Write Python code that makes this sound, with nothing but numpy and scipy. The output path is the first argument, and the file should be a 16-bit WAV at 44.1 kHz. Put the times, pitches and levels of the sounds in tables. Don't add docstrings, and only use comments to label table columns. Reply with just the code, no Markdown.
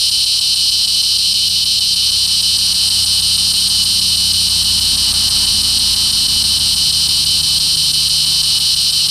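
import sys
import numpy as np
from scipy import signal
from scipy.fft import rfft, irfft, next_fast_len
from scipy.io import wavfile
from scipy.ndimage import uniform_filter1d

SR = 44100
rng = np.random.default_rng(int(sys.argv[2]) if len(sys.argv) > 2 else 0)


def unload_audio(sound):
    columns = np.transpose(np.atleast_2d(sound))
    steps = np.round(np.clip(columns, -1, 1) * 32767)
    wavfile.write(sys.argv[1], SR, steps.astype(np.int16))


N = 401310
TIME = np.arange(N) / SR


def undb(db):
    return 10 ** (np.asarray(db) / 20)


def unit(x):
    return x / np.sqrt(np.mean(x ** 2))


def curves(table):
    s, *columns = np.transpose(table)
    return [np.interp(TIME, s, column) for column in columns]


def walk(rate):
    hold = max(int(SR / rate), 1)
    steps = np.repeat(rng.standard_normal(N // hold + 1), hold)
    return unit(uniform_filter1d(steps, hold)[:N])


def colour(x, points):
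    hz, db = np.transpose(points)
    size = next_fast_len(N + 4096)
    f = np.maximum(np.fft.rfftfreq(size, 1 / SR), 1)
    octaves_outside = np.abs(np.log2(f / np.clip(f, hz[0], hz[-1])))
    outline_db = np.interp(np.log(f), np.log(hz), db) - 24 * octaves_outside
    return unit(irfft(rfft(x, size) * undb(outline_db), size)[:N])


def resonate(x, hz, width_hz):
    return signal.lfilter(*signal.iirpeak(hz, hz / width_hz, fs=SR), x)


def scatter(x, t60):
    t = TIME[:SR // 2]
    echoes = rng.standard_normal(len(t)) * np.exp(-np.log(1000) * t / t60)
    return unit(signal.fftconvolve(x, echoes)[:N])


# (frequency [Hz], relative level [dB])
AIR_SPECTRUM = [(30, 16), (120, 5), (300, 1), (500, -6), (1000, -10), (2000, -9)]


def far_background(level_db=-49):
    return colour(rng.standard_normal(N), AIR_SPECTRUM) * undb(level_db)


# (multiple of the cycle rate [1], level ahead [dB], level beside [dB], level behind [dB])
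ENGINE_HARMONICS = [(3.11, -35, -34, -44.5), (5, -28.5, -35, -31.5), (10, -31, -48, -28),
                    (12, -46, -42.5, -46), (15, -48.5, -42, -55), (20, -61, -60, -45)]
# (frequency [Hz], relative level [dB])
RUMBLE_SPECTRUM = [(15, -2), (35, -4), (60, -1), (120, 0.5), (220, -4), (320, -11), (500, -21), (900, -33)]
TYRE_SPECTRUM = [(250, -16.5), (550, -10.5), (850, 0), (1200, 0), (1800, -5.5), (2600, -6), (6000, -37.5)]
# (time [s], level [dB])
TYRE_SWELL = [(0.0, -46), (0.05, -49), (0.99, -48), (1.39, -49.5), (2.28, -45.5), (2.84, -42), (4.31, -44),
              (5.12, -38.5), (8.01, -44), (8.49, -41), (8.85, -44), (9.1, -43.5)]
NEAREST_S, SPEED_M_S, ROAD_M, CYCLE_HZ = 5.76, 31.7, 49.2, 16.42
SOUND_M_S = 343
TREES_DB_PER_M_HZ = .0003


def vehicle(rumble_db=-35, tyres_trim_db=1.5, waver_db=1.13):
    along = SPEED_M_S * (TIME - NEAREST_S)
    distance = np.hypot(along, ROAD_M)
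    away = along / distance
    hz = CYCLE_HZ / (1 + away * SPEED_M_S / SOUND_M_S)
    phase = 2 * np.pi * np.cumsum(hz * (1 + 0.002 * walk(15))) / SR
    loss_db = TREES_DB_PER_M_HZ * (distance - ROAD_M) * hz
    engine = np.zeros(N)
    for multiple, *heard_db in ENGINE_HARMONICS:
        tone_db = np.interp(away, [-1, 0, 1], heard_db) - multiple * loss_db + waver_db * walk(4.9)
        engine += np.sqrt(2) * np.sin(multiple * phase) * undb(tone_db)
    rumble = colour(rng.standard_normal(N), RUMBLE_SPECTRUM) * undb(rumble_db)
    hiss_db, = curves(TYRE_SWELL)
    tyres = colour(rng.standard_normal(N), TYRE_SPECTRUM) * undb(hiss_db + tyres_trim_db + 0.53 * walk(8))
    return (engine + rumble) * ROAD_M / distance + tyres


# (frequency [Hz], relative level [dB])
SHRILL_SPECTRUM = [(5500, -10), (6800, -17.5), (7600, -15.5), (8100, -2), (8600, -0.5), (9200, 1),
                   (9800, -8), (10600, -17), (12000, -24)]
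OVERTONE_SPECTRUM = [(8500, -9), (10500, -3.5), (11300, -3), (12000, 0.5), (13500, 0.5), (14200, -9),
                     (15000, -20.5)]
# (time [s], main band level [dB], overtone band level [dB])
SHRILL_SWELL = [(0.0, -24, -34.5), (0.35, -25.5, -37), (0.73, -26, -35.5), (1.77, -26.5, -36),
                (1.9, -26, -35), (3.06, -22, -34), (4.36, -22.5, -33), (8.72, -24, -34), (9.1, -25, -34)]
CLICKER_PEAK_S, CLICKER_DB, CLICKER_RISE_DB_PER_S, CLICKER_FADE_DB_PER_S = 2.695, -1, 38, 1.5


def shrill_insects(click_hz=368, overtone_trim_db=-2):
    main_db, overtone_db = curves(SHRILL_SWELL)
    since = TIME - CLICKER_PEAK_S
    swell_db = np.minimum(CLICKER_RISE_DB_PER_S * since, -CLICKER_FADE_DB_PER_S * since)
    share = undb(CLICKER_DB + swell_db)
    rate = click_hz * (1 + .003 * walk(2) + .003 * walk(150))
    clicks = np.diff(np.floor(np.cumsum(rate) / SR), prepend=0)
    chorus = rng.standard_normal(N) * undb(0.47 * walk(250))
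    source = (chorus + share * scatter(clicks, t60=0.025)) / np.hypot(1, share)
    main = colour(source, SHRILL_SPECTRUM) * undb(main_db)
    overtones = colour(source, OVERTONE_SPECTRUM) * undb(overtone_db + overtone_trim_db)
    return main + overtones


# (time of the catch opening the run [s], phrases in the run [count])
PHRASE_RUNS = [(0.1064, 3), (0.552, 7), (1.6491, 2), (1.9533, 2), (2.2697, 1), (2.4196, 11), (4.165, 2),
               (4.492, 1), (4.6383, 9), (6.1185, 3), (6.5909, 3), (7.0819, 4), (7.7624, 2), (8.089, 3),
               (8.5933, 3), (9.0786, 1)]
CATCH_S, CATCH_GROWTH_S_PER_S, CATCH_SPREAD = .0109, .0002, .1


def catches():
    opens, phrases = np.transpose(PHRASE_RUNS)
    first_number = np.cumsum(phrases) - phrases
    middle = np.interp(np.arange(first_number[-1] + 1), first_number, opens)
    length = CATCH_S + CATCH_GROWTH_S_PER_S * middle
    length = length * (1 + CATCH_SPREAD * rng.standard_normal(len(middle)))
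    return middle - length / 2, middle + length / 2


# (time since the catch [s], spacing [s])
STROKE_SPACING = [(0, 0.0044), (.012, 0.00492), (.019, .0051), (.04, .0047), (.1, .00455), (.15, .0041)]


def stroke_times(limp=.025, jitter=.014, last_stroke_s=.0029):
    pause, resume = catches()
    starts = np.append(-.04, resume)
    ends = np.append(pause, TIME[-1] + .1)
    rows = []
    for start, end in zip(starts, ends):
        chance = rng.standard_normal(64)
        span = end - start - last_stroke_s
        t = [0.]
        while t[-1] < span:
            k = len(t)
            spacing = np.interp(t[-1], *np.transpose(STROKE_SPACING))
            t.append(t[-1] + spacing * (1 + limp * (-1) ** k + jitter * chance[k % len(chance)]))
        last = np.argmin(np.abs(np.array(t) - span))
        rows += [(start + t[k] * span / t[last], k % 2, min(k, last - k)) for k in range(last + 1)]
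    return np.array(rows)


# (time in the stroke [s], pitch [Hz], level [dB])
STROKE_SHAPE = [(0, 5600, -23), (.00026, 5330, 1.5), (.00075, 4980, 4), (.0013, 4700, -6.5),
                (.0019, 4370, 2), (.0028, 4090, 0.5), (.0034, 3700, -9), (.004, 3250, -10.5),
                (.0052, 2960, -19), (.007, 2960, -66)]


def tymbals(rib_hz=1250, rib_depth=0.5, pitch_spread=0.022, side_detune=0.013, size_db=.4, rasp=0.14, edge_db=-2):
    start, side, from_edge = stroke_times().T[:, :, None]
    pitch_chance, rib_chance, phase_chance, size_chance = rng.standard_normal((4, len(start), 1))
    at, pitch_hz, stroke_db = np.transpose(STROKE_SHAPE)
    t = TIME[:int(at[-1] * SR)]
    hz = np.interp(t, at, pitch_hz) * (1 + pitch_spread * pitch_chance + side_detune * (side - .5))
    rib_phase = 2 * np.pi * rib_hz * t * (1 + 0.09 * rib_chance) + np.pi * side + phase_chance
    ribs = 1 + rib_depth * np.cos(rib_phase)
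    chirp = np.sin(2 * np.pi * np.cumsum(hz, axis=1) / SR)
    wave = chirp + rasp * rng.standard_normal(hz.shape)
    level_db = np.interp(t, at, stroke_db) + size_db * size_chance + edge_db * (from_edge == 0)
    strokes = wave * ribs * undb(level_db)
    index = (start * SR).astype(int) + np.arange(len(t))
    inside = (index >= 0) & (index < N)
    return np.bincount(index[inside], strokes[inside], N)


def abdomen_note(strokes, note_hz=3053, waver=.017, waver_hz=90, follow_s=0.00469, level_db=-13.5):
    drive = uniform_filter1d(np.abs(strokes), max(int(follow_s * SR), 1))
    hz = note_hz * (1 + waver * walk(waver_hz))
    note = drive * np.sin(2 * np.pi * np.cumsum(hz) / SR)
    return unit(note) * undb(level_db)


# (frequency [Hz], width [Hz], boost [dB])
BODY_RESONANCES = [(3032, 89, 7.5), (3640, 46.3, 8), (3920, 31, 3), (4129, 47, 6), (4244, 33, 3),
                   (4333, 39, 2.5), (4540, 49, -8), (4590, 25.6, 2), (4774, 50, -8), (4903, 38, 4.5),
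                   (5130, 26, 7), (5870, 35, 0.5), (6100, 29, 5)]
# (frequency [Hz], relative level [dB])
BODY_RADIATION = [(1500, -41), (2200, -12.5), (2700, -3.5), (2950, 1), (3400, -3.5), (3750, -3),
                  (4200, -0.5), (4800, -1.5), (5400, -2), (6100, -4.5), (6600, -8), (8000, 4.5),
                  (12000, -14)]


def cicada(leaves_db=-12, grove_db=-12, song_db=-14):
    body = strokes = tymbals()
    for hz, width_hz, boost_db in BODY_RESONANCES:
        body = body + (undb(boost_db) - 1) * resonate(body, hz, width_hz)
    song = colour(body, BODY_RADIATION) + abdomen_note(strokes)
    leaves = undb(leaves_db) * scatter(song, t60=0.067)
    grove = undb(grove_db) * scatter(song, t60=0.89)
    return unit(song + leaves + grove) * undb(song_db)


def scene():
    return (far_background() + vehicle() + shrill_insects() + cicada())[None]


def record(dry, top_hz=15150):
    low_pass = signal.ellip(10, .2, 80, top_hz, fs=SR, output="sos")
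    return signal.sosfilt(low_pass, dry)


dry = scene()
out = record(dry)
unload_audio(out)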